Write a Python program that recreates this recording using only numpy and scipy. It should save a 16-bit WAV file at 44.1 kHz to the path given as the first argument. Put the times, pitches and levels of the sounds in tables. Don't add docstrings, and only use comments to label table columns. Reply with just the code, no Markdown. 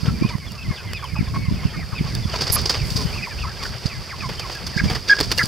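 import sys
import numpy as np
from scipy import signal
from scipy.fft import rfft, irfft, next_fast_len
from scipy.io import wavfile
from scipy.ndimage import map_coordinates

SR = 44100
rng = np.random.default_rng(int(sys.argv[2]) if len(sys.argv) > 2 else 0)


def gain_from_decibels(decibels):
    exponent = np.asarray(decibels, float) / 20
    return 10 ** exponent


def digitize_waveform(pressure):
    field = np.atleast_2d(pressure).T
    bounded = np.clip(field, -1, 1)
    quanta = np.round(bounded * 32767).astype(np.int16)
    wavfile.write(sys.argv[1], SR, quanta)


N = 241527

# time in seconds, level in dB.
WIND_STRENGTH = [(0.0, -31), (0.14, -31), (0.46, -40), (0.65, -31.5), (0.76, -34), (0.99, -37.5),
                 (1.37, -31.5), (1.93, -35), (2.18, -31), (2.3, -33.5), (3.08, -31.5), (3.46, -38),
                 (3.82, -38), (4.56, -38.5), (4.86, -29.5), (5.03, -37), (5.22, -38), (5.47, -30.5)]
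# centre in seconds, peak in dB, frequency in Hz.
PUFFS_LEFT = [(0.055, -13, 152), (0.084, -6, 139), (0.216, -9.5, 140), (0.261, -12.5, 160),
              (0.682, -18, 130), (0.709, -10, 125), (1.21, -6, 142), (1.487, -11, 129), (1.514, -11, 168),
              (1.545, -15.5, 160), (1.654, -12, 151), (1.934, -14, 104), (2.012, -9.5, 163),
              (2.506, -11, 99), (2.923, -15, 119), (2.96, -12, 140), (3.057, -10, 137), (4.818, -13, 169),
              (4.862, -11, 150), (5.44, -14, 150)]
PUFFS_RIGHT = [(0.034, -12.5, 122), (0.088, -11, 139), (0.224, -5, 236), (0.251, -5.5, 160),
               (0.355, -11, 136), (0.691, -13, 106), (1.138, -15.5, 119), (1.192, -11.5, 130),
               (1.229, -13.5, 186), (1.376, -14, 111), (1.487, -8.5, 127), (1.525, -11, 154),
               (1.657, -5.5, 124), (2.01, -11.5, 142), (2.256, -10, 138), (3.859, -9.5, 126),
               (4.767, -9, 146), (4.84, -8, 151), (4.858, -11, 132)]
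# frequency in Hz, level in dB.
RUMBLE_SPECTRUM = [(12, -43), (20, -17), (59, 2.5), (130, -1.5), (170, -10.5), (290, -120)]
FLUTTER_SPECTRUM = [(70, -51), (120, 2.5), (190, 2), (300, -11), (500, -22.5), (900, -39)]
# time in seconds, level in dB.
UNREST = [(0.0, -38.5), (0.17, -41.5), (0.65, -43.5), (1.86, -43), (2.39, -35.5), (2.56, -29),
          (2.71, -37.5), (2.85, -34.5), (3.15, -37), (3.41, -39.5), (4.16, -41), (4.46, -37.5), (5.18, -38),
          (5.32, -35), (5.47, -36)]
# start in seconds, length in seconds, level in dB.
SWISHES = [
    (2.83, 0.35, -42),
    (5.35, 0.22, -40),
]
# frequency in Hz, level in dB.
FLOCK_SPECTRUM = [(200, -40), (350, 4.5), (800, -0.5), (1100, -0.5), (1700, -3.5), (2150, -1.5), (3000, -4),
                  (4200, -12), (6000, -27)]
LITTER_SPECTRUM = [(2500, -21.5), (3800, 1.5), (6000, -2.5), (8000, -6.5), (16000, -39)]
AIR_SPECTRUM = [(5000, -12), (7500, 0.5), (15000, -1), (17000, -25)]
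# start in seconds, length in seconds, litter level in dB, thump level in dB.
KICKS = [(0.054, 0.04, -37, -30.5), (0.286, 0.034, -32.5, -39), (1.343, 0.047, -43, -38.5),
         (2.333, 0.062, -34, -35), (2.405, 0.048, -23, -30), (2.36, .01, -30, -45),
         (2.466, 0.04, -28, -33.5), (2.498, .016, -28, -36), (2.585, .025, -28, -36),
         (2.655, 0.031, -23, -34), (2.692, 0.041, -18, -26), (2.737, 0.047, -30.5, -30.5),
         (3.857, 0.023, -25, -38), (4.393, .022, -29, -35), (4.497, 0.013, -37, -30.5),
         (4.764, 0.043, -28, -45), (5.075, 0.095, -26.5, -37), (5.165, .025, -32, -40),
         (5.186, .016, -28, -27), (5.2, 0.024, -22.5, -26.5), (5.227, 0.031, -29, -41)]
BEATS = [(2.901, 0.03, -28, -50), (2.959, 0.037, -24.5, -38), (3.002, 0.054, -31.5, -36),
         (3.619, 0.099, -32, -37.5), (4.29, 0.016, -32, -29), (4.515, 0.029, -34, -41),
         (4.664, 0.023, -28.5, -38), (4.835, 0.056, -34, -36), (4.895, 0.06, -31, -29),
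         (4.948, 0.039, -33, -34), (5.305, 0.013, -29, -31), (5.314, 0.019, -18.5, -22.5),
         (5.374, 0.045, -24, -34), (5.429, 0.026, -27, -39)]
# start in seconds, peak in dB, knock relative to the peak in dB.
TICKS = [(0.382, -30, 3), (0.4658, -33, -1), (0.5185, -23, -16), (0.933, -21, -2.5), (1.0412, -21.5, -4),
         (1.1435, -26, -17), (2.1507, -16, -15), (2.614, -15, -20), (4.3344, -24, -10),
         (4.5516, -18.5, -11), (5.2027, -9, -14), (5.2094, -10, -13), (2.4161, -18, -15),
         (2.6969, -16, -20), (2.9683, -19, -12), (4.396, -25, -10), (4.667, -27, -8), (5.2396, -21, -15),
         (5.316, -12, -11), (5.32, -10, -12), (5.3778, -17, -11), (5.3833, -17, -15), (5.4362, -19, -15),
         (5.2574, -21, -13), (5.4563, -8, -23)]
# frequency in Hz, level in dB.
THUMP_SPECTRUM = [(120, -6), (430, 6.5), (700, -1.5), (1200, 1), (3500, -4), (5000, -19)]
FEATHER_SPECTRUM = [(4500, -21), (6500, -5.5), (10000, -3), (16000, -5)]
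# start in seconds, length in seconds, middle pitch in Hz, peak in dB.
CLUCKS = [(.079, 0.026, 1336, -32), (.233, 0.022, 1055, -34), (.301, 0.018, 978, -34),
          (1.275, 0.022, 1070, -40), (1.338, 0.011, 1110, -31), (1.358, .015, 1110, -25.5),
          (1.739, 0.027, 1236, -33), (2.055, 0.028, 1150, -36), (2.333, 0.035, 1314, -33.5),
          (2.341, 0.022, 1025, -28), (2.562, 0.0144, 1200, -21.5), (2.953, 0.022, 1027, -37),
          (2.983, 0.046, 1042, -37.5), (3.156, 0.013, 1162, -29), (3.653, 0.015, 1470, -27),
          (4.96, 0.013, 1216, -32), (2.965, 0.071, 432, -37), (4.903, 0.024, 723, -28.5)]
# start in seconds, length in seconds, middle pitch in Hz, peak in dB.
PEEPS = [(.136, .046, 2355, -43), (.277, 0.017, 3020, -39), (.33, 0.026, 2020, -39), (.4, 0.065, 2195, -41),
         (.464, 0.029, 3370, -44), (.684, 0.071, 2134, -39), (.845, 0.09, 2070, -38.5),
         (1.365, 0.12, 2200, -35.5), (1.553, .032, 2550, -43.5), (1.74, .055, 2170, -37),
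         (1.953, 0.044, 3680, -45), (3.596, 0.03, 2215, -35.5), (4.379, 0.027, 3120, -35),
         (4.55, 0.034, 1675, -37.5), (4.878, 0.023, 2300, -33.5), (5.171, 0.027, 1637, -28)]
# start in seconds, length in seconds, middle pitch in Hz, peak in dB.
QUERIES = [
    (.186, 0.12, 2439, -37),
    (3.128, 0.051, 2710, -35.5),
]
# start in seconds, length in seconds, middle pitch in Hz, peak in dB.
CHIRPS = [(.285, 0.037, 2267, -38), (.758, .03, 3350, -39), (.91, 0.034, 1560, -47),
          (2.552, 0.0138, 1800, -36), (1.625, 0.083, 2800, -45), (1.922, 0.0254, 1152, -35),
          (2.07, 0.074, 2200, -41), (3.165, 0.053, 2400, -35), (3.287, .051, 1790, -41),
          (2.785, 0.069, 2350, -37), (3.433, 0.028, 1133, -28.5), (3.722, 0.036, 1500, -40),
          (3.888, 0.065, 2400, -37), (4.401, 0.058, 2370, -37), (4.723, 0.04, 1786, -38),
          (1.775, .07, 2080, -35.5), (1.025, .028, 1090, -30)]
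# start in seconds, length in seconds, middle pitch in Hz, peak in dB.
SWOOPS = [
    (.319, 0.045, 1060, -39),
    (.696, .044, 1058, -41.5),
    (1.058, 0.089, 2260, -41),
    (2.267, 0.03, 1210, -36),
    (3.267, 0.022, 966, -31.5),
    (3.602, 0.0406, 1172, -37),
    (4.126, 0.022, 1100, -33),
    (4.222, 0.049, 1065, -29.5),
    (4.427, 0.048, 1106, -34),
]
# start in seconds, length in seconds, middle pitch in Hz, peak in dB.
HOOKS = [
    (.935, 0.062, 2460, -34.5),
    (1.158, 0.059, 2460, -31),
    (1.952, 0.05, 2480, -31.5),
    (3.221, 0.047, 2450, -30),
    (3.388, .055, 2750, -35),
]
# start in seconds, length in seconds, start pitch in
# Hz, end pitch in Hz, peak in dB.
CROWD_STRANDS = [(.495, .02, 2900, 2700, -43), (.575, 0.033, 2740, 2450, -43.5),
                 (.61, 0.034, 2650, 2440, -40), (.645, .025, 2160, 2000, -39), (.74, .025, 4500, 3700, -44),
                 (.775, .035, 2600, 2500, -42), (.87, 0.059, 3470, 2600, -46), (.96, 0.041, 3800, 3000, -41),
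                 (1.0, .02, 2500, 2480, -45), (1.03, .015, 2300, 2100, -40), (1.04, 0.023, 3220, 3000, -41),
                 (1.06, 0.026, 2750, 2510, -42), (1.09, .05, 2450, 2390, -48), (1.25, .018, 2200, 1850, -44),
                 (1.343, .025, 2190, 2170, -38), (1.585, .03, 2250, 1945, -38),
                 (1.625, .02, 2150, 2050, -40), (1.7, .025, 3260, 3150, -44), (1.785, .02, 2430, 2410, -38),
                 (1.975, 0.044, 3700, 2400, -41), (2.13, 0.045, 3730, 3650, -43),
                 (2.17, 0.081, 2250, 1950, -44), (2.225, 0.037, 3700, 3150, -41),
                 (2.315, .03, 3350, 2900, -39), (2.34, .03, 2600, 2390, -38.5),
                 (2.56, .015, 2430, 2340, -32), (3.065, 0.043, 3060, 3000, -40),
                 (3.23, .02, 2150, 1850, -35), (3.3, 0.037, 2550, 2200, -43), (3.365, .03, 2010, 2900, -38),
                 (3.395, .025, 3600, 3400, -39), (3.45, .012, 2150, 2050, -38),
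                 (3.95, 0.037, 2100, 2040, -41), (3.9, .08, 2200, 1500, -43),
                 (4.09, .045, 2660, 1250, -34.5), (4.2, 0.024, 2640, 2340, -33.5),
                 (4.228, .022, 2410, 2040, -32), (4.51, 0.062, 2990, 2550, -44.5),
                 (.545, 0.036, 1240, 1100, -43), (0.708, .025, 1800, 1600, -43),
               (0.774, 0.068, 1650, 1350, -43), (.845, .02, 1050, 880, -43),
               (0.974, 0.034, 2060, 1500, -42), (1.152, 0.016, 1330, 1020, -32.5),
               (1.163, .022, 874, 833, -32), (1.177, .035, 1495, 1300, -43), (1.36, .015, 1650, 1550, -43),
               (1.487, .018, 1050, 1000, -37), (1.629, .02, 1070, 1030, -40.5),
               (1.735, .02, 1850, 1800, -39), (1.75, 0.018, 1500, 1450, -39), (1.79, .012, 800, 600, -33.5),
               (1.825, .015, 1300, 1200, -38), (1.96, .022, 1520, 1480, -41),
               (2.251, .015, 1080, 1000, -39), (2.334, 0.013, 680, 620, -31), (2.489, .02, 1980, 1950, -36),
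               (2.53, .012, 1150, 1050, -34), (3.366, .03, 1720, 1450, -41.5),
               (3.465, .025, 1250, 1320, -33), (3.493, 0.032, 1840, 1450, -38.5),
               (3.56, 0.017, 1660, 1610, -44), (3.647, .012, 1900, 1750, -38), (3.89, .05, 1500, 1000, -43),
               (4.21, .04, 1900, 1400, -41), (4.011, 0.019, 1260, 1050, -44)]
# start in seconds, length in seconds, middle pitch in Hz, peak in dB.
YELPS = [(4.774, .011, 1633, -17.5), (4.797, 0.012, 1643, -16), (5.078, 0.027, 3640, -29),
         (5.08, 0.016, 2050, -30), (5.139, 0.0069, 1570, -24), (5.375, 0.02, 2820, -25),
         (5.391, 0.014, 2090, -16), (5.402, 0.016, 1960, -16), (5.39, 0.014, 1740, -18),
         (5.402, 0.023, 1372, -21), (5.41, 0.019, 1657, -18.5)]
# start in seconds,
# length in seconds, start pitch in Hz, end pitch in Hz, peak in dB.
YELP_STRANDS = [
    (4.779, .012, 1800, 2350, -21),
    (4.789, .013, 2400, 2100, -20),
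    (4.8, .012, 2250, 1900, -27),
    (4.953, .016, 2350, 1250, -30),
    (5.088, .008, 3100, 2000, -25),
    (5.104, .009, 2100, 2250, -23),
    (5.124, .007, 2200, 2300, -24),
    (5.1, .008, 3200, 3250, -28),
]
# frequency in Hz, time to fall by 60 dB in seconds.
ROOF_DECAY = [(500, 0.12), (3000, 0.12), (10000, 0.08)]
# time in seconds, level in dB.
STALK_DRAG = [
    (2.520, -58),
    (2.522, -10.5),
    (2.543, -12.5),
    (2.56, -11.5),
    (2.566, -57),
    (2.59, -70),
]
# frequency in Hz, level in dB.
STALK_SPECTRUM = [(3240, -31), (5500, -31), (6720, -16), (8450, -11.5), (10800, 3), (14000, -7),
                  (15100, -9), (16000, -33)]
# start in seconds, peak in dB, knock frequency in Hz.
SLAPS = [
    (5.2035, -6, 380),
    (5.2105, -3, 430),
    (5.3185, -12, 400),
    (4.2955, -22, 900),
    (4.4995, -24, 800),
]
# time in seconds, pitch in Hz, peak in dB, third partial in dB.
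SQUAWK = [
    (5.093, 1750, -40, -20),
    (5.097, 1640, -9.5, -27),
    (5.102, 1630, -6.5, -18),
    (5.107, 1648, -8, -22),
    (5.1105, 1670, -17, -18),
    (5.114, 1660, -6, -26),
    (5.128, 1673, -8, -34),
    (5.135, 1600, -6.5, -34),
    (5.14, 1560, -32, -30),
]
# frequency in Hz, gain in dB.
HOUSING = [(3600, 1.5), (4030, -6), (4300, 5.5), (4830, 13.5), (5300, 7), (6000, 0.5), (7000, -5.5),
           (15800, -11), (16100, -60)]
# frequency in Hz, left minus right in dB.
BALANCE = [(300, -1.5), (2400, -1.5), (4400, -2), (8100, -3.5), (15000, -6.5)]

PEEP_GLIDE, CLUCK_GLIDE, CHIRP_GLIDE = (1.015, 0.93), (1.029, 0.92), (1.17, 0.83)
SWOOP_GLIDE, QUERY_GLIDE = (1.24, 0.937), (0.85, 1.01)
YELP_GLIDE, HOOK_GLIDE = (1.01, 0.94), (1.02, 0.8)


def unit(x):
    return x / np.sqrt(np.mean(x ** 2) + 1e-20)


def along(points, hz):
    f, v = np.transpose(points)
    return np.interp(np.log(hz + 1), np.log(f + 1), v)


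def curves(rows):
    s, *columns = np.transpose(rows)
    return [np.interp(np.arange(N) / SR, s, column) for column in columns]


def wobble(rate):
    return map_coordinates(rng.standard_normal(int(N * rate / SR) + 4), [np.arange(N) * rate / SR])


def coloured(x, points):
    m = next_fast_len(N + 8192)
    gain = gain_from_decibels(along(points, np.fft.rfftfreq(m, 1 / SR)))
    return irfft(rfft(x, m) * gain, m)[..., :N]


def rush(spectrum, alike):
    mid, side = coloured(rng.standard_normal((2, N)), spectrum)
    turn = np.arccos(np.clip(alike, -1, 1)) / 2
    left = np.cos(turn) * mid + np.sin(turn) * side
    right = np.cos(turn) * mid - np.sin(turn) * side
    return unit(np.array([left, right]))


def add(track, s, sound):
    part = track[max(round(s * SR), 0):][:len(sound)]
    part += sound[:len(part)]


def humps(rows):
    track = np.zeros(N)
    for s, length, gain in rows:
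        u = np.arange(round(3 * length * SR)) / (length * SR)
        rise = np.minimum(u / 0.12, 1)
        add(track, s, gain * rise * 1.3 * np.exp(-(u / 0.7) ** 1.5))
    return track


def lumps(gusts, depth_db):
    return gain_from_decibels(3.4 * gusts + depth_db * np.array([wobble(18), wobble(18)]))


def wind():
    buffet_db, = curves(WIND_STRENGTH)
    t = np.arange(N) / SR
    stirred = np.zeros(N)
    for s, db, hz in PUFFS_LEFT + PUFFS_RIGHT:
        stirred += gain_from_decibels(db) * np.exp(-((t - s) / 0.27 * 2) ** 2)
    flutter_db = buffet_db - 3.5 + 5.5 * np.tanh(stirred / 1.4)
    gusts = np.minimum(wobble(12), 1.2)
    out = gain_from_decibels(buffet_db + 3) * unit(lumps(gusts, 2.54) * rush(RUMBLE_SPECTRUM, 0.58))
    out += gain_from_decibels(flutter_db - 0.5) * unit(lumps(gusts, 3.7) * rush(FLUTTER_SPECTRUM, 0.3))
    t = np.arange(-1500, 1500) / SR
    for port, puffs in zip(out, (PUFFS_LEFT, PUFFS_RIGHT)):
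        turns = rng.uniform(0, 2 * np.pi, len(puffs))
        for (s, db, hz), turn in zip(puffs, turns):
            spin = 2 * np.pi * hz * t + turn
            swing = np.cos(spin) + 0.15 * np.cos(2 * spin) + 0.031 * np.cos(3 * spin)
            add(port, s + t[0], gain_from_decibels(db + 1.73) * np.exp(-(t * hz / 0.53) ** 2) * swing)
    return out


def shuffle():
    unrest_db = curves(UNREST)[0] + 42
    stir = wobble(14)
    litter_db = unrest_db - 47.5 + 1.4 * stir + 1.9 * wobble(250)
    flock_db = 0.78 * unrest_db - 44.5 + 1.1 * stir + 2.2 * wobble(30)
    air_db = 0.54 * unrest_db - 46 + 0.31 * stir
    swish = humps((s, length, gain_from_decibels(db)) for s, length, db in SWISHES)
    litter = gain_from_decibels(litter_db) * rush(LITTER_SPECTRUM, 0.9)
    flock = gain_from_decibels(flock_db) * rush(FLOCK_SPECTRUM, 0.89)
    air = (gain_from_decibels(air_db) + swish) * rush(AIR_SPECTRUM, 0.21)
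    return litter + flock + air


def scuffs():
    s, length, litter_db, thump_db = np.transpose(KICKS + BEATS)
    feather_db = litter_db + np.repeat([-20.5, -13.5], [len(KICKS), len(BEATS)])
    litter = humps(zip(s, length, gain_from_decibels(litter_db)))
    thump = humps(zip(s, length, gain_from_decibels(thump_db)))
    feather = humps(zip(s, length, gain_from_decibels(feather_db)))

    when, tick_db, knock_db = np.transpose(TICKS)
    short = np.full(len(when), 0.004)
    feather += humps(zip(when, short, gain_from_decibels(tick_db - 16.5)))
    litter += humps(zip(when, short, gain_from_decibels(tick_db - 12.5)))
    thump += humps(zip(when, short, gain_from_decibels(tick_db + knock_db - 8.5)))

    grain = gain_from_decibels(2.3 * wobble(300) + 1.2 * wobble(110))
    out = 0.5 * litter * rush(LITTER_SPECTRUM, 0.93)
    out += thump * rush(THUMP_SPECTRUM, 1.0)
    out += 2.23 * feather * rush(FEATHER_SPECTRUM, 0.59)
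    return grain * out


def calls(rows, round_off, rough_db, drift, rasp, second_db, third_db):
    out, tremor, waver, breath = np.zeros(N), wobble(70), wobble(90), wobble(900)
    for s, length, hz0, hz1, hz2, db in rows:
        u = np.linspace(-1, 1, round(length * SR))
        here = (round(s * SR) + np.arange(len(u))) % N
        pitch = hz1 + (hz2 - hz0) / 2 * u + ((hz0 + hz2) / 2 - hz1) * u ** 2
        phase = 2 * np.pi * np.cumsum(pitch * (1 + drift * waver[here])) / SR
        tone = np.sin(phase) + gain_from_decibels(second_db) * np.sin(2 * phase) + gain_from_decibels(third_db) * np.sin(3 * phase)
        shape = gain_from_decibels(db + rough_db * tremor[here]) * np.cos(u * np.pi / 2) ** round_off
        add(out, s, shape * (1 + rasp * breath[here]) * tone)
    return out


def glide(rows, shape):
    return [(s, length, hz * shape[0], hz, hz * shape[1], db) for s, length, hz, db in rows]


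def strands(rows):
    return [(s, length, hz0, (hz0 + hz2) / 2, hz2, db) for s, length, hz0, hz2, db in rows]


def chatter(count):
    s, life, height, fall, size = rng.random((count, 5)).T
    hz = 1100 * 3.2 ** height
    start_hz = hz * (1.05 + 0.245 * fall)
    end_hz = hz * (0.96 - 0.16 * fall)
    return np.transpose([s * N / SR, 0.018 + 0.0348 * life, start_hz, hz, end_hz, -56 + 8 * size])


def flock_calls():
    rows = glide(PEEPS, PEEP_GLIDE) + glide(CLUCKS, CLUCK_GLIDE) + glide(CHIRPS, CHIRP_GLIDE)
    rows += glide(SWOOPS, SWOOP_GLIDE) + glide(QUERIES, QUERY_GLIDE) + glide(HOOKS, HOOK_GLIDE)
    rows += strands(CROWD_STRANDS)
    return calls(rows, round_off=0.35, rough_db=1.6, drift=0.011, rasp=0.46, second_db=-17, third_db=-27)


def roof(x):
    hz, t, z = signal.stft(rng.standard_normal((2, SR // 5)), SR, nperseg=256)
    decay = gain_from_decibels(-60 * t / along(ROOF_DECAY, hz)[:, None])
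    mid, side = signal.istft(z * decay, SR, nperseg=256)[1]
    tail = np.array([mid + 0.27 * side, mid - 0.25 * side]) / np.linalg.norm(mid)
    return signal.fftconvolve(x[None], tail, axes=1)[:, :N]


def stalk():
    drag = gain_from_decibels(curves(STALK_DRAG)[0] + 1.9 * wobble(500))
    return drag * rush(STALK_SPECTRUM, 1.0) * gain_from_decibels([[-3], [2]])


def slaps():
    out, t = np.zeros(N), np.arange(SR // 40) / SR
    for s, db, hz in SLAPS:
        crack = np.exp(-t / 0.0009) * np.sin(2 * np.pi * 4300 * t) * 0.4
        knock = gain_from_decibels(-9) * np.exp(-t / 0.005) * np.sin(2 * np.pi * hz * t)
        add(out, s, gain_from_decibels(db) * (crack + knock))
    return out


def yelps():
    rows = glide(YELPS, YELP_GLIDE) + strands(YELP_STRANDS)
    return calls(rows, round_off=0.8, rough_db=1, drift=0.008, rasp=0.32, second_db=-32, third_db=-27)


def squawk():
    hz, db, third_db = curves(SQUAWK)
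    t = np.arange(N) / SR
    phase = 2 * np.pi * np.cumsum(hz * (1 + 0.00394 * wobble(150))) / SR
    hoarse = gain_from_decibels(third_db) * wobble(1200)
    tone = (1 + 1.6 * hoarse) * np.sin(phase) + gain_from_decibels(-28) * np.sin(2 * phase)
    tone += (gain_from_decibels(third_db) + 0.4 * hoarse) * np.sin(3 * phase)
    sounding = (t > SQUAWK[0][0]) & (t < SQUAWK[-1][0])
    return gain_from_decibels(db + 0.6 * wobble(200)) * tone * sounding


def scene():
    peeps = flock_calls()
    far = calls(chatter(count=210), round_off=0.7, rough_db=2, drift=0.01, rasp=0.4,
                second_db=-20, third_db=-30)
    near = yelps() + squawk()
    echo = gain_from_decibels(-11) * roof(peeps + 2.4 * far) + gain_from_decibels(-15.5) * roof(near)
    birds = peeps + far + near + echo
    return wind() + shuffle() + scuffs() + birds + stalk() + slaps()


def top_cut(x):
    return signal.sosfilt(signal.butter(12, 16460, fs=SR, output="sos"), x)


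def record(dry):
    heard = coloured(dry, HOUSING)
    left = coloured(heard[0], [(hz, db / 2) for hz, db in BALANCE])
    right = coloured(heard[1], [(hz, -db / 2) for hz, db in BALANCE])
    pair = np.array([left, right])
    ceiling = 0.97
    pair = pair / (1 + np.abs(pair / ceiling) ** 4) ** 0.25
    return top_cut(pair)


dry = scene()
out = record(dry)
digitize_waveform(out)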